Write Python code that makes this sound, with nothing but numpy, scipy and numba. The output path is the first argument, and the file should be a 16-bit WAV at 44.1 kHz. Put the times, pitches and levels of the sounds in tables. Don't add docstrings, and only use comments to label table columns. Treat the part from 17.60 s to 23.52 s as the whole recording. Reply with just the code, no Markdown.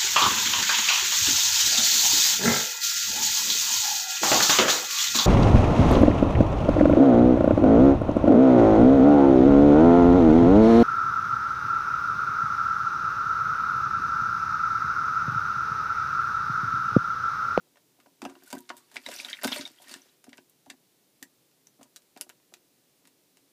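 import sys
import numpy as np
from scipy import signal
from scipy.fft import rfft, irfft
from scipy.io import wavfile
from scipy.ndimage import uniform_filter1d
from numba import njit

SR = 44100
rng = np.random.default_rng(int(sys.argv[2]) if len(sys.argv) > 2 else 0)


def magnitude_from_level(level_db):
    exponent = np.asarray(level_db, float) / 20
    return 10 ** exponent


def unload_audio(sound):
    columns = np.transpose(np.atleast_2d(sound))
    steps = np.round(np.clip(columns, -1, 1) * 32767)
    wavfile.write(sys.argv[1], SR, steps.astype(np.int16))


N = 261072


def unit(x):
    return x / np.sqrt(np.mean(x ** 2))


def head_rms(pieces, samples):
    return np.sqrt(np.mean(pieces[:, :samples] ** 2, axis=1))[:, None]


def band(x, lo_hz, hi_hz):
    return signal.sosfilt(signal.butter(3, [lo_hz, hi_hz], "band", fs=SR, output="sos"), x)


def dull(x):
    return signal.sosfilt(signal.butter(1, 9000, fs=SR, output="sos"), x)


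def add(track, start_s, piece):
    i = int(start_s * SR)
    track[..., i:i + piece.shape[-1]] += piece[..., :N - i]


def fade(t, t60_s):
    return np.exp(-np.log(1000) * t / np.clip(t60_s, .002, 1))


def ring(x, modes):
    out = 0
    for hz, db, t60_s in modes:
        pole = np.exp((2j * np.pi * hz - np.log(1000) / t60_s) / SR)
        out = out + magnitude_from_level(db) * signal.lfilter([1], [1, -pole], x).imag
    return out


@njit
def pings(start, hz, t60_s, size, glide, swell_cycles):
    out = np.zeros(N)
    for k in range(len(start)):
        phase, level = 0., size[k]
        decay = np.exp(-np.log(1000.) / (t60_s[k] * SR))
        steps = int(t60_s[k] * SR)
        for i in range(min(steps, N - start[k])):
            phase += 2 * np.pi * hz[k] * (1 + glide * i / steps) / SR
            level *= decay
            swell = np.tanh(phase / (2 * np.pi * swell_cycles))
            out[start[k] + i] += level * swell * np.sin(phase)
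    return out


# low_hz, high_hz
BAND_HZ = [(480, 1300), (1300, 3000), (3000, 6500), (6500, 10500), (10500, 15500)]
CRACK_COLOUR_DB = (-0.9, 1.4, 1.67, -1, -7)


def cracks(start_s, level_db, bright_db, hollow_db, t60_s, rise_s, snap_db, head_s):
    t = np.arange(SR // 8) / SR
    snap = magnitude_from_level(snap_db) * fade(t, 0.0027)
    tail = fade(t, (t60_s + 0 * start_s)[:, None])
    shape = (snap + tail) * np.tanh(t / rise_s)
    bursts = dull(shape * rng.standard_normal(shape.shape))
    treble_loss_db_s = 111
    coloured, out = 0, np.zeros(N)
    for k, (lo, hi) in enumerate(BAND_HZ):
        part = band(bursts, lo, hi) * magnitude_from_level(-min(k, 3) * treble_loss_db_s * t)
        place = min(k - 1.5, .5 * k - .2)
        tilt_db = bright_db * place + hollow_db * (place ** 2 - .25)
        gain = magnitude_from_level(level_db + tilt_db + CRACK_COLOUR_DB[k])[:, None] / head_rms(part, int(head_s * SR))
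        coloured = coloured + (-1) ** k * gain * part
    for s, piece in zip(start_s, coloured):
        add(out, s, piece)
    return out


# start_s, level_db, brightness_db per band, hollowness_db, tail_t60_s
CLIMB = [(0.1576, -74, -6, 0, 0.03), (0.1707, -70, -6, -1, 0.04), (0.4013, -69, -3.5, 0, 0.07),
         (0.640, -66, 2, 0, 0.03), (0.6975, -64, 2, -3, 0.03), (0.913, -62, 4, -2, 0.03),
         (0.952, -72, 8, 2, 0.015), (0.982, -66, 6, 0, 0.02), (0.988, -66, 6, 0, 0.02),
         (1.0905, -56, 1, -4, 0.04), (0.4605, -74, -6, 2, 0.04), (0.6183, -52, -3.5, 1, 0.03),
         (0.6512, -49, -5, 0, 0.037), (0.753, -67.5, -7, -1.2, 0.03), (0.8227, -73, -4.7, 1, 0.04),
         (0.8355, -77, 3.5, 5.5, 0.059), (0.9031, -55, 2.5, -1, 0.12), (0.9280, -48, 0, 1, 0.022),
         (1.0059, -80, 9, 4, 0.012), (1.0935, -51, -0.3, -4, 0.094), (1.1021, -50, -16.5, -7.7, 0.013),
         (1.1675, -66.5, 4, 2.5, 0.059)]
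# start_s, level_db, brightness_db per band, hollowness_db, tail_t60_s
BATH = [(1.315, -65.5, -1, 2, 0.15), (1.3582, -51, -4, -1, 0.052), (1.3673, -45.5, -2.5, -5, 0.029),
        (1.4628, -51.5, -1, 0.5, 0.05), (1.4875, -51, 2.5, -3.5, 0.043), (1.5149, -51, 0.5, -0.5, 0.066),
        (1.539, -61, 16, -5.5, 0.029), (1.79, -68, -13, -7, 0.07), (1.8141, -56, -3, -1, 0.083),
        (1.8224, -51.5, -7, -7, 0.09), (1.8338, -52.5, -2, 7.5, 0.084), (1.8454, -38, 0, -1.5, 0.025),
        (1.85, -50, 9, -8, 0.03), (1.72, -64, -0.5, 0, 0.017), (1.75, -69, -2, 1.5, 0.033),
        (1.6113, -69, 1, -21, 0.016), (1.839, -45, -1, -2.5, 0.06), (1.8708, -54.5, 7.5, 2, 0.087),
        (1.7287, -54.5, -3.5, -7.5, 0.081), (1.876, -40.5, -5, -4.5, 0.088), (1.9614, -46, -1, 0, 0.045),
        (2.01, -46.5, 4, -21, 0.13), (2.0635, -66, -1.5, 3, 0.087), (2.076, -57.5, 8.5, -10.5, 0.017),
        (2.116, -83, 10.5, 1, 0.045), (2.282, -61, 1, 0.5, 0.058), (2.2937, -54.5, 1, -1.5, 0.18),
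        (2.34, -48, 1.5, -2.5, 0.014)]
# start_s, level_db, brightness_db per band, hollowness_db
DRIPS = [(2.6418, -62.5, 1, 0.5), (2.666, -74, -5, 0), (2.693, -65, 1, -1), (2.7303, -58, -4, -4),
         (2.897, -84, 10, 3), (4.6112, -56, 5, -1), (4.605, -75, -6, 0), (2.7726, -67, 2, 1),
         (2.7801, -59, -4, -3), (3.061, -73, 1, 1), (3.099, -60, -2, 0), (3.1013, -48, 1, -2.5),
         (3.627, -54, 4, 1), (3.914, -78, 0, -3.7), (4.0707, -73, 3, 2.5), (4.23, -66, 8.5, -2.6),
         (4.3612, -58, 5, -1), (4.3655, -60, 5, -1), (4.42, -77, 5, -1), (4.5639, -63, -6, -2.5),
         (4.574, -61, 0.5, 1), (4.6112, -46.5, 4.5, 0.5), (4.6173, -60, 5, -3), (4.6932, -61.5, 1.5, 3),
         (4.699, -58, -6, -4), (4.7997, -82, -4, 1), (4.8274, -81, -3, -0.5), (4.939, -55.5, 2, -1),
         (4.9689, -76, 2, -1), (5.4532, -68, -1.5, -1), (5.473, -68, 2, 1.5), (5.7709, -68, .5, 0)]


def claws_and_drops():
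    snap_db = 9.5
    splashes = np.transpose(np.vstack([CLIMB, BATH]))
    sharp = cracks(*splashes, rise_s=0.00019, snap_db=snap_db, head_s=0.016)
    drips = cracks(*np.transpose(DRIPS), t60_s=.04, rise_s=0.00006, snap_db=snap_db, head_s=0.013)
    return magnitude_from_level(-1.0) * (sharp + drips)


# start_s, level_db, brightness_db per band, hollowness_db
SLAPS = [(0.688, -68.5, -5, 3.2), (0.86, -68.5, 3, 2), (0.875, -67, 3.5, 3), (0.948, -65, 1, -2),
         (0.967, -69, -2, 3.8), (1.174, -64.5, 2.5, 2), (1.341, -61.5, 1.5, 1.5), (1.497, -57, 8, -8),
         (1.521, -53.5, -14, -30), (1.562, -57, 6, -20), (1.586, -50, 11, -15), (1.599, -52, 4.5, -3.5),
         (1.645, -49.5, -1.5, -3.5), (1.682, -52.5, -4, -18), (1.696, -52, 7.5, -5.5), (1.72, -59, -3, -14),
         (1.729, -61, 2, -18), (1.842, -47.5, 1.5, 2), (1.919, -43.5, -10.5, -17), (1.927, -57, -6, -17),
         (1.94, -77, 5, 9), (1.976, -51, -1, 0), (2.051, -56, 10, -19), (2.218, -65, 3.5, 2.5),
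         (2.311, -55.5, 3, 0.5), (2.326, -57, 3, -4), (2.358, -62, 1.5, 0), (4.21, -69.5, -2.5, 3)]


def wing_slaps():
    return magnitude_from_level(-1.0) * cracks(*np.transpose(SLAPS), t60_s=0.17, rise_s=0.0014, snap_db=-89, head_s=0.0091)


# pitch_hz, level_db, t60_s
SINK = [
    [(248, 6.5, 0.33), (274.6, 12.5, 0.21)],
    [(341, -4, 0.041), (358.6, -11, 0.72)],
    [(453, -11, 0.048), (620, -22, 0.19), (650, 11.5, 0.0092), (780, -19, 0.15), (970, -13, 0.24),
     (1075, -9, 0.006)],
]
# start_s, low_group_db, middle_group_db above it, high_group_db above it
STEP_IN = [(0.069, -92, 8, 14), (0.157, -97, -1, 12), (0.386, -73.5, -16, 0.5), (0.458, -69, -14, 2.5),
           (0.623, -49, -1.5, -10), (0.636, -52, -27, -8), (0.651, -48.5, -1.5, 2.5), (0.679, -60, -2, -15),
           (0.762, -71.5, 8.5, -3), (0.82, -69, 0, -9), (0.7, -62, -13, -23), (1.115, -72, 0, -6),
           (0.925, -47, -14, -1.5), (0.946, -54.5, -5, 0.5), (0.962, -55, -5.5, -15),
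           (1.1, -76.5, 17.5, 24.5), (1.138, -77.5, 6, 9)]
# start_s, low_group_db, middle_group_db above it, high_group_db above it
THRASH = [(1.363, -60.5, -10, -22), (1.46, -56, -18, -14), (1.483, -61, -20, 9.5),
          (1.518, -61.5, -3.5, -12), (1.697, -65.5, -11, -2), (1.847, -36.5, -10, -8.5),
          (1.88, -46, -14, -19), (1.914, -50, -18, -0.5), (1.958, -64.5, -3, 11), (1.992, -46.5, -11, -35),
          (2.03, -68, -2, -19), (2.102, -76, 4, -22), (2.215, -76.5, 3.5, 3.5), (2.308, -62.5, -2.5, -5),
          (2.356, -60, -5.5, -9), (2.259, -67, -15, -12), (2.455, -73, 0.5, -6), (1.59, -64, -8, -2)]
# start_s, low_group_db, middle_group_db above it, high_group_db above it
STEP_OUT = [(2.674, -56.5, -16, -22), (2.72, -66.5, -14, -4.5), (3.136, -71, -13, -4),
            (2.783, -66.5, 1, -3), (3.062, -62, -11, -7), (3.099, -59.5, -27, -11.5),
            (3.619, -60, -11, -12), (4.19, -64, -22, -7), (4.208, -64.5, -22, -0.5), (4.25, -72, -20, -9),
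            (4.56, -66, -9, -9), (4.6, -67.5, -1.5, -10), (4.664, -81.5, 7, 10), (4.92, -90.5, 22.5, 18),
            (5.439, -73.5, -19, -12)]
WET_T60_S = (0.5, 0.42, 0.46)


def sink_floor():
    start_s, db, middle_db, high_db = np.transpose(np.vstack([STEP_IN, THRASH, STEP_OUT]))
    t = np.arange(SR // 4) / SR
    push_s, thud_db, jolt_db = 0.0072, -17, -20
    pushes = rng.standard_normal((len(start_s), len(t))) * t * np.exp(-2 * t / push_s)
    damp_s = np.repeat(WET_T60_S, [len(STEP_IN), len(THRASH), len(STEP_OUT)])[:, None]
    booms = 0
    for modes, group_db in zip(SINK, (db, db + middle_db, db + high_db)):
        boom = ring(pushes, modes) * fade(t, damp_s)
        booms = booms + magnitude_from_level(group_db + 7.0)[:, None] / head_rms(boom, SR // 40) * boom
    shoves = magnitude_from_level(db + thud_db)[:, None] / head_rms(band(pushes, 95, 200), SR // 20) * pushes
    floor, counter = np.zeros(N), np.zeros(N)
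    for s, boom, shove in zip(start_s, booms, shoves):
        add(floor, s, boom)
        add(counter, s, shove)
    floor = band(band(floor, 227, 3100), 190, 3000)
    thud = band(counter, 95, 200) + magnitude_from_level(jolt_db) * band(counter, 24, 70)
    return floor, thud


# start_s, peak_db, pitch_hz, t60_s
BUBBLES = [(1.3665, -23.5, 2200, 0.0067), (1.4621, -28, 3800, 0.011), (1.5125, -35.5, 2060, 0.011),
           (1.5347, -47, 2670, 0.017), (1.563, -33.5, 5820, 0.0091), (1.571, -45, 2600, 0.013),
           (1.5998, -29.5, 2390, 0.0098), (1.6482, -28.5, 3760, 0.0076), (1.6856, -41, 3140, 0.025),
           (1.6914, -27.5, 1940, 0.0091), (1.6975, -39, 4670, 0.02), (1.7301, -36, 3170, 0.026),
           (1.7361, -31.5, 2070, 0.016), (1.77, -37, 2300, 0.0073), (1.7892, -38, 1800, 0.015),
           (1.8396, -32, 1508, 0.072), (1.9225, -23, 3290, 0.012), (1.93, -23, 3370, 0.011),
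           (1.9356, -22, 2180, 0.0069), (1.97, -29.5, 4380, 0.0089), (1.9834, -35.5, 8670, 0.0077),
           (1.991, -29, 2060, 0.012), (2.0527, -35.5, 3660, 0.036), (2.162, -58, 3130, 0.015),
           (2.186, -54.5, 3230, 0.038), (2.2703, -51.5, 1830, 0.1), (2.3126, -47, 4440, 0.072),
           (2.4187, -50.5, 5940, 0.01), (2.4953, -61, 3910, 0.019), (4.07, -44, 5980, 0.0087),
           (1.7195, -40, 2000, 0.0072), (1.7305, -28, 3700, .008), (1.7305, -38.5, 2040, .015),
           (1.8465, -21.5, 4740, .008), (1.849, -36, 5600, 0.006), (1.8455, -21, 2640, 0.0063),
           (1.921, -27, 1090, 0.0081)]
# start_s, peak_db, pitch_hz, t60_s
GULPS_AND_KNOCKS = [(0.46, -58, 606, 0.018), (1.102, -31, 1067, 0.027), (1.104, -34, 1490, 0.012),
                    (1.486, -35.5, 517, 0.042), (2.061, -53, 780, 0.085), (2.668, -47.5, 696, 0.02),
                    (0.652, -28.5, 746, 0.022), (0.929, -36, 990, 0.016), (1.846, -29, 686, 0.017),
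                    (1.963, -32, 580, 0.031), (2.2, -49, 750, 0.025), (2.24, -54, 1010, 0.02),
                    (2.342, -46, 1760, 0.039), (2.781, -48, 1510, 0.02), (3.062, -47.5, 776, 0.027),
                    (4.564, -44.5, 760, 0.034)]
# start_s, peak_db, pitch_hz, t60_s
CLINKS = [(0.171, -56, 1800, .012), (0.6185, -45, 9000, 0.0039), (0.753, -59, 2800, 0.011),
          (0.929, -43, 1550, 0.031), (1.094, -44, 4200, 0.013), (1.095, -46, 2600, 0.013),
          (1.4627, -31, 2030, 0.011), (1.655, -40, 4360, .01), (1.7015, -42, 6460, 0.0093),
          (1.71, -38, 1700, 0.011), (1.747, -39, 3520, 0.0042), (1.8222, -36, 4560, 0.0059),
          (1.841, -20.5, 3670, 0.0086), (1.854, -39, 7600, 0.0066), (1.879, -31, 2060, 0.0093),
          (1.926, -30.5, 4070, 0.011), (2.012, -29, 3800, .006), (2.056, -43.5, 2200, 0.024),
          (2.731, -34, 1890, 0.0061), (3.102, -45, 1790, 0.034), (3.627, -40.5, 1840, 0.018),
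          (3.627, -44.5, 6300, 0.013), (4.23, -51.5, 6940, 0.0065), (4.361, -43.5, 5750, 0.0081),
          (4.367, -52, 3880, 0.017), (4.611, -31, 10300, 0.0069), (4.7, -49, 1510, .007),
          (4.94, -46, 2420, 0.0093)]


def bubbles_and_clinks():
    start_s, peak_db, hz, t60_s = np.transpose(np.vstack([BUBBLES, GULPS_AND_KNOCKS, CLINKS]))
    start = (start_s * SR).astype(int)
    return pings(start, hz, np.clip(t60_s, .004, .06), magnitude_from_level(peak_db + 6.5), 0.061, 2.0)


# start_s, peak_db, pitch_hz, t60_s
STEEL_RINGS = [(0.655, -49, 977, 0.19), (0.654, -50, 840, .07), (0.66, -51, 1588, 0.19),
               (0.955, -49, 725, 0.075), (0.966, -43, 1560, 0.054), (0.985, -62.5, 948, 0.26),
               (1.106, -48, 955, .17), (1.106, -60, 713, 0.12), (1.107, -50, 1034, .14),
               (1.11, -57, 1146, .25), (1.106, -57, 1450, 0.18), (1.2, -61, 1130, .2),
               (0.872, -51, 1490, 0.063), (1.875, -38, 3630, .12), (1.9, -37, 1050, .05),
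               (4.365, -60, 2560, .05), (0.7, -56, 1400, .08), (0.74, -59, 724, .12),
               (0.76, -59, 1000, .08), (0.955, -53, 1980, .1), (0.88, -58, 990, .05),
               (1.455, -47, 3000, .04), (2.0, -44, 601, 0.082), (1.36, -38, 1500, .04),
               (0.93, -40, 550, .05), (2.318, -46, 4450, .05)]


def steel_rings():
    start_s, peak_db, hz, t60_s = np.transpose(STEEL_RINGS)
    start = (start_s * SR).astype(int)
    return pings(start, hz, np.clip(t60_s, .03, .3), magnitude_from_level(peak_db), 0., 3.6)


def surface_waver(tones):
    waver = unit(band(rng.standard_normal(N), 40, 260))
    return band(tones * (1 + .45 * waver), 430, 15000)


# time_s, level_db
SPRAY = [(0.621, -75), (.7, -84.5), (.8, -83), (1.04, -85), (1.16, -84), (1.28, -86.5), (1.37, -79.5),
         (1.45, -71.5), (1.53, -62.5), (1.72, -68.5), (1.82, -75), (1.92, -56), (2.0, -61.5), (2.05, -71),
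         (2.14, -80.5), (2.31, -72), (2.4, -79)]
SPRAY_COLOUR_DB = (2.6, 9.5, 12.7, 7.6, 11.6)


def spray():
    drops_per_s, hiss_db, calm_s = 5000, -3, 2.62
    chance = rng.random((int(drops_per_s * N / SR), 4)).T
    hz = 500 * 30 ** chance[1]
    cycles = 7.3 * 7 ** chance[2]
    size = magnitude_from_level(-3.0 * np.log(1.002 - chance[3]))
    drops = pings((chance[0] * N).astype(int), hz, cycles / hz, size, 0.85, 0.33)
    clumps = np.repeat(rng.standard_normal((len(BAND_HZ) + 1, N // 400 + 1)), 400, axis=1)
    clumps = uniform_filter1d(clumps, size=300)[:, :N]
    hiss = rng.standard_normal(N)
    t = np.arange(N) / SR
    time_s, level_db = np.transpose(SPRAY)
    effort_db = np.interp(t, time_s, level_db, -120)
    out = 0
    for k, (lo, hi) in enumerate(BAND_HZ):
        water = unit(band(drops, lo, hi)) + magnitude_from_level(hiss_db) * unit(band(hiss, lo, hi))
        swell_db = effort_db + SPRAY_COLOUR_DB[k] + 2.0 * clumps[k] + 0.37 * clumps[-1]
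        out = out + (-1) ** k * magnitude_from_level(swell_db - 3.0) * water
    settle = np.clip((calm_s - t) / .22, 0, 1)
    return dull(out) * settle


# pitch_hz, level_db, t60_s
STEEL = [(248, 20.5, 0.18), (380, 2, 0.16), (605, -9, 0.15), (738, -3.5, 0.068), (962, -9, 0.13),
         (1130, -11, 0.07), (1540, -6, 0.04), (1980, -10, 0.035)]


def sympathetic_steel(water):
    return magnitude_from_level(-41.5) * ring(water, STEEL)


def slosh(steel):
    depth = .3
    load = unit(band(rng.standard_normal(N), 12, 90))
    return steel * (1 + depth * load) / np.hypot(1, depth)


def basin_echo(water):
    t = np.arange(SR // 6) / SR
    walls = rng.standard_normal(len(t)) * fade(t, .085) * (t > .001)
    echo = signal.fftconvolve(water, walls / np.sqrt(np.sum(walls ** 2)))[:N]
    return magnitude_from_level(-7) * band(echo, 380, 22000)


# frequency_hz, density_db per Hz
KITCHEN = [(25, -28), (60, -19), (95, -18), (118, -4), (175, -3), (220, -7), (265, 0), (380, -3), (600, -9),
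           (1000, -15), (1600, -17), (4000, -14), (8000, -16), (15500, -16.5)]


def kitchen():
    hz, db = np.transpose(KITCHEN)
    bins = np.maximum(np.arange(N // 2 + 1) * SR / N, 1)
    noise = rfft(rng.standard_normal(N)) * magnitude_from_level(np.interp(np.log(bins), np.log(hz), db))
    bass_share = 1 / (1 + (bins / 600) ** 4)
    rumble, hiss = irfft(noise * bass_share, N), irfft(noise * (1 - bass_share), N)
    waver = uniform_filter1d(np.repeat(rng.standard_normal(N // 5000 + 1), 5000), size=5000)[:N]
    return magnitude_from_level(-67 + .6) * unit(magnitude_from_level(0.1 * waver) * rumble + hiss)


def scene():
    water = claws_and_drops() + wing_slaps() + spray()
    water = water + surface_waver(bubbles_and_clinks() + steel_rings())
    floor, thud = sink_floor()
    steel = slosh(floor + sympathetic_steel(water))
    mic_low_cut = signal.butter(2, 160, "high", fs=SR, output="sos")
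    close = signal.sosfilt(mic_low_cut, water + steel)
    return (close + basin_echo(water) + thud + kitchen())[None]


def band_limit(x):
    return signal.sosfilt(signal.butter(12, 16430, fs=SR, output="sos"), x)


def record(dry):
    top_cut = signal.ellip(8, .2, 26, 15400, fs=SR, output="sos")
    mix = signal.sosfilt(top_cut, dry)
    return band_limit(mix)


dry = scene()
out = record(dry)
unload_audio(out)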